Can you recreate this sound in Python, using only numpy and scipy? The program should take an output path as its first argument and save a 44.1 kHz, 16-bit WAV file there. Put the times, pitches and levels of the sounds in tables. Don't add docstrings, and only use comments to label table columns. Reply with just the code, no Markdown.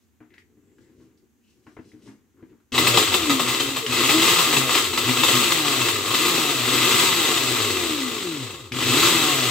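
import sys
import numpy as np
from scipy import signal
from scipy.fft import rfft, irfft, next_fast_len
from scipy.io import wavfile
from scipy.ndimage import uniform_filter1d

SR = 44100
rng = np.random.default_rng(int(sys.argv[2]) if len(sys.argv) > 2 else 0)


def unload_wav(signal):
    wavfile.write(
        sys.argv[1],
        SR,
        np.round(np.clip(np.atleast_2d(signal).T, -1, 1) * 32767).astype(np.int16),
    )


def makeup_ratio(level_db):
    decades = np.asarray(level_db, float) / 20
    return 10 ** decades


N = 418950
T = np.arange(N) / SR

# f/Hz, density/dB per Hz
HUSH = [(15, -48), (25, -23), (91, 7.5), (156, -24), (228, 6), (333, -11), (618, -22), (767, -18),
        (1250, -21), (1630, -19), (1870, -21), (5200, -28), (6630, -20), (15700, -45)]
HUSH_DB = -66
# f/Hz, share/1
DIRECT_SHARE = [(100, .98), (400, .92), (900, .68), (2500, .68), (5000, .33), (10000, .06)]
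# f/Hz, left over right/dB
LEFT_DB = [(60, -0.5), (150, 4.5), (380, 2), (950, 4), (2380, 5), (5980, -0.5), (15000, 6)]
# f/Hz, t60/s
ROOM_T60 = [(150, 0.29), (1000, 0.17), (4000, 0.21), (12000, 0.23)]

# t/s, floor boards level/dB, thin rustle level/dB, fade/dB per s
MOVES = [
    (.02, -74, -57, 100),
    (.33, -60.5, -85, 54),
    (.67, -64, -83, 30),
    (.81, -67, -53.5, 40),
    (1.01, -59.5, -55, 72),
    (1.48, -76, -51, 47),
    (1.67, -61.5, -51, 30),
    (1.86, -63, -48.5, 45),
    (2.07, -58, -39, 111),
    (2.48, -55, -61.5, 112),
]
SWELL_DB_PER_S, CLOTH_DB, RUSTLE_QUICKER, REST_DB = 127, -16.5, 2.3, -81.5
# t/s, peak level/dB, ring f/Hz, crack re peak/dB, t60/s
THUDS = [(0.204, -42.5, 308, -8, 0.21), (0.569, -50, 297, -16, 0.15), (0.78, -51, 335, -21, 0.13),
         (0.891, -47, 312, -20, 0.12), (0.999, -49, 323, -13, 0.31), (1.667, -43.5, 306, -3, 0.17),
         (1.767, -33, 423, -4, 0.06), (1.789, -29.5, 323, -12, 0.071), (1.935, -40.5, 308, -18, 0.21),
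         (2.058, -45.5, 405, -11, 0.19), (2.074, -39, 272, -7.5, 0.24), (2.425, -35, 327, -17, 0.097),
         (2.526, -47, 293, -14, 0.13)]
# t/s, peak level/dB, ring f/Hz, t60/s
CLICKS = [(0.3047, -51, 2000, 0.015), (0.3397, -42, 2000, 0.015), (0.3504, -53, 2110, 0.015),
          (0.3805, -38.5, 2000, 0.015), (0.784, -49, 1630, 0.015), (1.1747, -56, 4600, 0.015),
          (1.6676, -41, 1370, 0.016), (1.8444, -54, 1910, 0.015), (1.9175, -47, 2070, 0.015),
          (2.3684, -63, 1440, 0.015), (2.5194, -61, 1460, 0.015), (2.5294, -66, 1250, 0.015),
          (2.6014, -55, 1260, 0.015), (2.7206, -21, 3260, 0.015), (3.864, -11, 3160, 0.011),
          (8.6789, -51, 1241, 0.015), (8.7206, -14.5, 2665, 0.011)]
# start t/s, end t/s, f/Hz, width/Hz, level/dB
SLIDES = [
    (0.289, 0.457, 2000, 700, -64),
    (0.55, .95, 7500, 500, -78),
    (.78, .93, 1800, 600, -72),
    (1.396, 1.56, 2730, 500, -74),
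    (2.36, 2.43, 1300, 700, -67),
    (2.5, 2.66, 1190, 604, -78),
]

# t/s, peak level/dB, ring f/Hz, t60/s
FLATS = [(2.7487, -17, 2600, 0.16), (2.7796, -6, 1790, 0.076), (2.9719, -4, 2760, 0.073),
         (3.141, -7, 3510, 0.066), (3.2952, -11.5, 1260, 0.19), (3.3942, -12.5, 1080, 0.15),
         (3.761, -17, 3140, 0.16), (4.0356, -13, 1280, 0.051), (4.0914, -9.5, 2613, 0.13),
         (4.1864, -27, 3120, .091), (4.5268, -13, 3930, 0.19), (4.567, -7, 2606, 0.08),
         (4.7508, -6.5, 2560, .048), (5.0895, -11, 3530, 0.046), (5.234, -6, 2650, 0.056),
         (5.2822, -11.5, 3470, 0.16)]
# t/s, peak level/dB, ring f/Hz, t60/s
NICKS = [(2.8701, -5, 2600, 0.06), (2.988, -19, 3050, .063), (3.1219, -15, 1320, 0.16),
         (3.48, -17.5, 2030, 0.45), (3.5994, -12.5, 3090, 0.079), (3.923, -15.5, 2580, 0.1),
         (4.2173, -11.5, 3130, 0.17), (4.3876, -9.5, 1267, 0.15), (4.6932, -14, 1280, 0.22),
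         (4.777, -10, 3180, 0.066), (4.931, -19, 4020, 0.15), (4.9756, -10, 1320, 0.072),
         (5.521, -7, 4100, 0.044), (5.815, -13, 2600, 0.07), (5.885, -10, 3060, 0.053),
         (8.504, -32, 2560, 0.085), (8.5829, -44, 3180, 0.06), (8.6537, -39, 1247, .071),
         (8.8044, -19, 3050, 0.053), (6.143, -11, 2600, 0.067)]
FLAT_THUMP_DB, NICK_THUMP_DB = -6, -11
# f/Hz, width/Hz, level/dB
JAR = [(1103, 16, 6), (1260, 94, 10), (2000, 190, 6), (2410, 30, 7.5), (2591, 47, 10.5), (2680, 45, 5),
       (2820, 100, 4.5), (3130, 116, 4), (3560, 85, 3.5), (3890, 260, 3.5), (6950, 630, 9),
       (4580, 900, 0.5), (7850, 390, 14.5)]
# f/Hz, width/Hz, level/dB
BASE = [(110, 15, 2), (242.6, 7.3, 13), (475, 11, -7.5)]

# on t/s, off t/s, shaft f at on/Hz, shaft f at off/Hz, mains buzz level/dB
PRESSES = [
    (2.722, 2.915, 26.8, 120, -36),
    (3.44, 3.72, 60, 69.96, -50),
    (3.865, 4.335, 53.7, 185.3, -40),
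    (4.98, 5.43, 80.4, 187.8, -37),
    (6.055, 6.292, 93, 180, -53),
    (6.67, 7.02, 115, 202.4, -38.5),
    (8.716, 9.085, 8.5, 179.4, -39.5),
]
LAST_HZ = 119.4
SPIN_UP_S, COAST_S = 0.3, 2.5
SAG_S, SAG = 0.1, 0.08
# multiple of the shaft, level at mid speed/dB, slope/dB per octave of speed, driven gain/dB
ORDERS = [(1, 0, 7, -2), (2, -4.5, 10, 3.5), (3, -7, 8, -4), (4, -2, -6.5, -8), (5, 0, 10, -8),
          (6, -5, 9, -5), (8, -17, -15, -5)]
# f/Hz, gain/dB
RADIATES = [(40, -36), (80, -10), (124, 2), (145, -9), (175, -8), (212, -16), (250, 2), (330, 2), (400, -2),
            (445, 1), (510, -14), (680, -5), (860, -11), (950, -6)]
# t/s, shake level/dB
SHAKE = [(2.72, -32), (2.82, -22), (3.05, -34), (3.3, -28.5), (3.66, -27), (3.82, -40), (4.3, -31),
         (4.8, -38.5), (5.33, -43.5), (5.6, -32.5), (6.2, -34.5), (6.68, -32), (7.3, -35.5), (7.8, -29.5),
         (8.3, -36), (8.62, -47), (8.8, -27.5), (9.2, -31.5)]
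SHAKE_POWER = 0.2
CARDS_JAM_S = 5.45
# t/s, drag level/dB
LOAD = [(2.72, 7), (2.78, 4.5), (2.885, 5), (2.915, 1.5), (2.96, 6.5), (3.15, 2.5), (3.5, 3.5), (3.85, -3),
        (3.95, 2), (4.58, 1), (4.68, -1), (4.76, 6.5), (4.9, -0.5), (5.6, 0), (5.85, 2.5), (6.08, -0.5),
        (8.45, 3), (8.76, 2.5)]
# f/Hz, density/dB per Hz
WHIRR = [(24, -63), (40, -22.5), (133, -5.5), (193, -16), (344, 5), (643, -10.5), (1110, -1), (1540, -6),
         (2610, -2.5), (3520, 1.5), (5260, -7), (7840, -12.5), (10300, -14), (12900, -8), (15800, -12.5)]
STALL_HZ, MID_HZ, DRIVEN_DB = 5.3, 125, 2
RUMBLE_DB, RUMBLE_POWER, RUMBLE_LOAD = -32, 0.71, 0.91
WHIRR_DB, WHIRR_POWER, WHIRR_LOAD = -22.5, 1.04, 1
FIZZ_DB, FIZZ_POWER, FIZZ_LOAD = -32.5, 1.19, 0.64


def evened(x):
    return x / np.sqrt(np.mean(x ** 2) + 1e-20)


def read(points, hz):
    f, value = np.transpose(points)
    return np.interp(np.log(hz + 1), np.log(f + 1), value)


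def humps(modes, hz):
    return np.sqrt(1 + sum(makeup_ratio(2 * db) / (1 + (2 * (hz - f) / w) ** 2) for f, w, db in modes))


def colour(x, gain):
    log_gain = np.log(gain(abs(np.fft.fftfreq(8192, 1 / SR))) + 1e-5)
    taps = np.fft.ifft(np.exp(np.conj(signal.hilbert(log_gain)))).real[:4096]
    return signal.oaconvolve(x, taps)[:len(x)]


def passed(x, lo_hz, hi_hz, order=2):
    return signal.sosfilt(signal.butter(order, [lo_hz, hi_hz], "band", fs=SR, output="sos"), x)


def band(x, lo_hz, hi_hz):
    return evened(passed(x, lo_hz, hi_hz))


def split(x, low_hz, high_hz):
    hz = np.fft.rfftfreq(N, 1 / SR)
    low = 1 / (1 + (hz / low_hz) ** 6)
    high = 1 / (1 + (high_hz / (hz + 1)) ** 40)
    return [evened(irfft(rfft(x) * part, N)) for part in (low, 1 - low - high, high)]


def wander(hz):
    knots = np.arange(0, 10, 1 / hz)
    return evened(np.interp(T, knots, rng.standard_normal(len(knots))))


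def add(mix, s, sound):
    part = mix[round(s * SR):][:len(sound)]
    part += sound[:len(part)]


def ring(hz, t60, t):
    return np.sin(2 * np.pi * hz * t) * makeup_ratio(-60 * t / t60)


def hush(hiss_db=-27):
    def gain(hz):
        return np.hypot(makeup_ratio(read(HUSH, hz)), makeup_ratio(hiss_db) * (hz > 10500))
    shared, left, right = rng.standard_normal((3, N))
    mixed = [colour(shared + 1.5 * own, gain) for own in (left, right)]
    return makeup_ratio(HUSH_DB) * evened(np.array(mixed))


def room(x):
    taps = np.zeros((2, SR // 2))
    at = np.arange(40, SR // 2 - 20, 20) + rng.integers(0, 20, (2, (SR // 2 - 41) // 20))
    np.put_along_axis(taps, at, rng.choice([-1., 1.], at.shape), 1)
    hz, t, z = signal.stft(taps, SR, nperseg=256)
    z = z * makeup_ratio(-60 * t / read(ROOM_T60, hz)[:, None])
    z = z / np.sqrt((abs(z) ** 2).sum(-1, keepdims=True))
    tails = signal.istft(z, SR, nperseg=256)[1]
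    size = next_fast_len(N + SR)
    hz = np.fft.rfftfreq(size, 1 / SR)
    share = np.clip(read(DIRECT_SHARE, hz), 0, 1)
    early = np.exp(2j * np.pi * hz / SR * np.array([[1], [0]]))
    echoes = rfft(tails / np.linalg.norm(tails, axis=1, keepdims=True), size)
    balance = makeup_ratio(np.outer([0.5, -0.5], read(LEFT_DB, hz)))
    ports = (np.sqrt(share) * early + np.sqrt(1 - share) * echoes) * balance
    return irfft(rfft(x, size) * ports, size)[:, :N]


def moves(column, quicker):
    total = 0
    for row in MOVES:
        db_per_s = np.where(T < row[0], SWELL_DB_PER_S, row[3])
        total = total + makeup_ratio(row[column] - quicker * db_per_s * abs(T - row[0]))
    return total


def rubbing():
    weight = makeup_ratio(REST_DB) + moves(column=1, quicker=1)
    thin = moves(column=2, quicker=RUSTLE_QUICKER)
    a, b, c = rng.standard_normal((3, N))
    boards = band(band(a, 210, 440), 210, 440) + 0.45 * band(a, 70, 160)
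    creak = weight * makeup_ratio(2.5 * wander(25)) * boards
    cloth = weight * makeup_ratio(CLOTH_DB + 2.2 * wander(44)) * band(b, 540, 2700)
    rustle = thin * makeup_ratio(-16.5 + 2.0 * wander(81)) * band(c, 2400, 7900)
    return creak + cloth + rustle


def thuds():
    out, crack, t = np.zeros(N), np.zeros(N), T[:9000]
    for s, db, hz, crack_db, t60 in THUDS:
        boards = ring(hz, t60, t) + 0.49 * ring(119, 0.79 * t60, t)
        boards += 0.5 * ring(1.4 * hz, 0.58 * t60, t) + 0.6 * ring(0.78 * hz, 1.3 * t60, t)
        add(out, s, makeup_ratio(db) * boards * (1 - np.exp(-t / 0.0028)))
        add(crack, s, makeup_ratio(db + crack_db - 60 * t / (1.2 * t60)) * rng.standard_normal(9000))
    return out + 2.0 * passed(crack, 450, 2000, order=3)


def clicks():
    out, t = np.zeros(N), T[:9000]
    for s, db, hz, t60 in CLICKS:
        snap = signal.lfilter(*signal.iirpeak(hz, 3.0, SR), rng.standard_normal(9000))
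        snap *= makeup_ratio(-60 * t / (2.8 * t60))
        modes = 0.36 * ring(hz, t60, t) + 0.5 * ring(1.87 * hz, 0.31 * t60, t)
        add(out, s, makeup_ratio(db) * (modes + 1.76 * snap))
    return out


def slides():
    out = np.zeros(N)
    for start, end, hz, width_hz, db in SLIDES:
        scrape = band(rng.standard_normal(SR // 2), hz - width_hz / 2, hz + width_hz / 2)
        scrape = scrape[:round((end - start) * SR)]
        add(out, start, makeup_ratio(db) * scrape * signal.windows.tukey(len(scrape), 0.6))
    return out


def slaps():
    out, low, t = np.zeros(N), np.zeros(N), T[:9000]
    strikes = [(*row, FLAT_THUMP_DB) for row in FLATS] + [(*row, NICK_THUMP_DB) for row in NICKS]
    for s, db, hz, t60, thump_db in strikes:
        noise = rng.standard_normal(9000)
        shape = (1 - np.exp(-t / 0.0023)) * makeup_ratio(db - 60 * t / t60)
        crack = makeup_ratio(db) * np.exp(-t / 0.0017)
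        add(out, s, (shape + crack) * noise + 0.24 * makeup_ratio(db) * ring(hz, 0.72 * t60, t))
        add(low, s, makeup_ratio(thump_db) * shape * noise)
    bright = colour(out, lambda hz: makeup_ratio(1.015 * read(WHIRR, hz)) * humps(JAR, hz) * (hz > 500))
    return bright + 2.64 * passed(low, 150, 900)


def shaft():
    def eased(u, tau):
        return (1 - np.exp(-u / tau)) / (1 - np.exp(-u[-1] / tau))
    hz = np.full(N, PRESSES[0][2] * 1.)
    following = PRESSES[1:] + [(T[-1] + 1e-3, 0, LAST_HZ)]
    for (on, off, low_hz, top_hz, _), (stop, _, end_hz, *_) in zip(PRESSES, following):
        up = (T >= on) & (T < off)
        down = (T >= off) & (T < stop)
        hz[up] = low_hz + (top_hz - low_hz) * eased(T[up] - on, SPIN_UP_S)
        u = T[down] - off
        fall = SAG * eased(u, SAG_S) + (1 - SAG) * eased(u, COAST_S)
        hz[down] = top_hz + (end_hz - top_hz) * fall
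    return hz


def shaft_orders(shaft_hz, turns, jolted, driven):
    octaves = np.clip(np.log2(shaft_hz / MID_HZ), -1.6, 1)
    tones = np.zeros(N)
    for k, db, slope_db, driven_db in ORDERS:
        level_db = db + slope_db * octaves + driven_db * driven + read(RADIATES, k * shaft_hz)
        level_db = level_db + 1.2 * jolted ** 1.4 * wander(20)
        tones += makeup_ratio(level_db) * np.sin(2 * np.pi * k * turns)
    return tones


def mains_buzz(held, mains):
    harmonics = np.sin(mains) + 1.16 * np.sin(2 * mains) + 0.35 * np.sin(3 * mains)
    return held * makeup_ratio(5.0 * wander(20)) * harmonics


def whirr(pace, turns, driven, mains):
    gate, spark, rattle, flicker_db = 0.5, 0.3, 0.9, 1.0
    drag_db = np.interp(T, *np.transpose(LOAD))
    swing = 1 + gate * np.cos(2 * np.pi * turns) + spark * driven * np.cos(mains)
    puffs = swing * rng.standard_normal((2, N))
    ticks = makeup_ratio(3.0 * np.minimum(rng.exponential(1, (2, N)), 3))
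    ticks *= (rng.random((2, N)) < 900 / SR) * rng.choice([-1, 1], (2, N))
    level = makeup_ratio(DRIVEN_DB * driven - 4.5 + flicker_db * wander(110))
    low = makeup_ratio(RUMBLE_DB + RUMBLE_LOAD * drag_db) * pace ** RUMBLE_POWER
    mid = makeup_ratio(WHIRR_DB + WHIRR_LOAD * drag_db) * pace ** WHIRR_POWER
    high = makeup_ratio(FIZZ_DB + FIZZ_LOAD * drag_db) * pace ** FIZZ_POWER
    places = []
    for drive in evened(puffs) + rattle * evened(ticks):
        body = colour(drive, lambda hz: makeup_ratio(read(WHIRR, hz)) * humps(JAR + BASE, hz))
        rumble, hiss, fizz = split(body, 710, 8830)
        places.append(level * (mid * hiss + low * rumble + high * fizz))
    return places


def motor():
    shaft_hz = shaft()
    pace = np.maximum(shaft_hz - STALL_HZ, 0.3) / (MID_HZ - STALL_HZ)
    jolted = 1 + 2.2 * (T < CARDS_JAM_S)
    turns = np.cumsum(shaft_hz * (1 + 0.007 * jolted * wander(25))) / SR
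    held = sum(makeup_ratio(db) * ((T > on) & (T < off)) for on, off, *_, db in PRESSES)
    held = uniform_filter1d(held, 500)
    driven = uniform_filter1d((held > 1e-4) * 1., 2000)
    mains = 2 * np.pi * 124.6 * T
    running = np.clip((T - PRESSES[0][0]) / 0.0026, 0, 1)
    shake = makeup_ratio(np.interp(T, *np.transpose(SHAKE))) * pace ** SHAKE_POWER
    tones = shake * shaft_orders(shaft_hz, turns, jolted, driven)
    first_place, second_place = whirr(pace, turns, driven, mains)
    return running * (first_place + tones) + mains_buzz(held, mains), running * second_place


def scene():
    first_place, second_place = motor()
    handling = rubbing() + thuds() + clicks()
    return room(first_place + slaps() + handling + slides()) + room(second_place) + hush()


def low_pass(x):
    return signal.sosfilt(signal.butter(12, 16820, fs=SR, output="sos"), x)


def record(dry):
    edge = signal.firwin(511, 15800, window=("kaiser", 9), fs=SR)
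    mix = np.clip(signal.oaconvolve(dry, edge[None], "same"), -1, 1)
    return low_pass(mix)


dry = scene()
out = record(dry)
unload_wav(out)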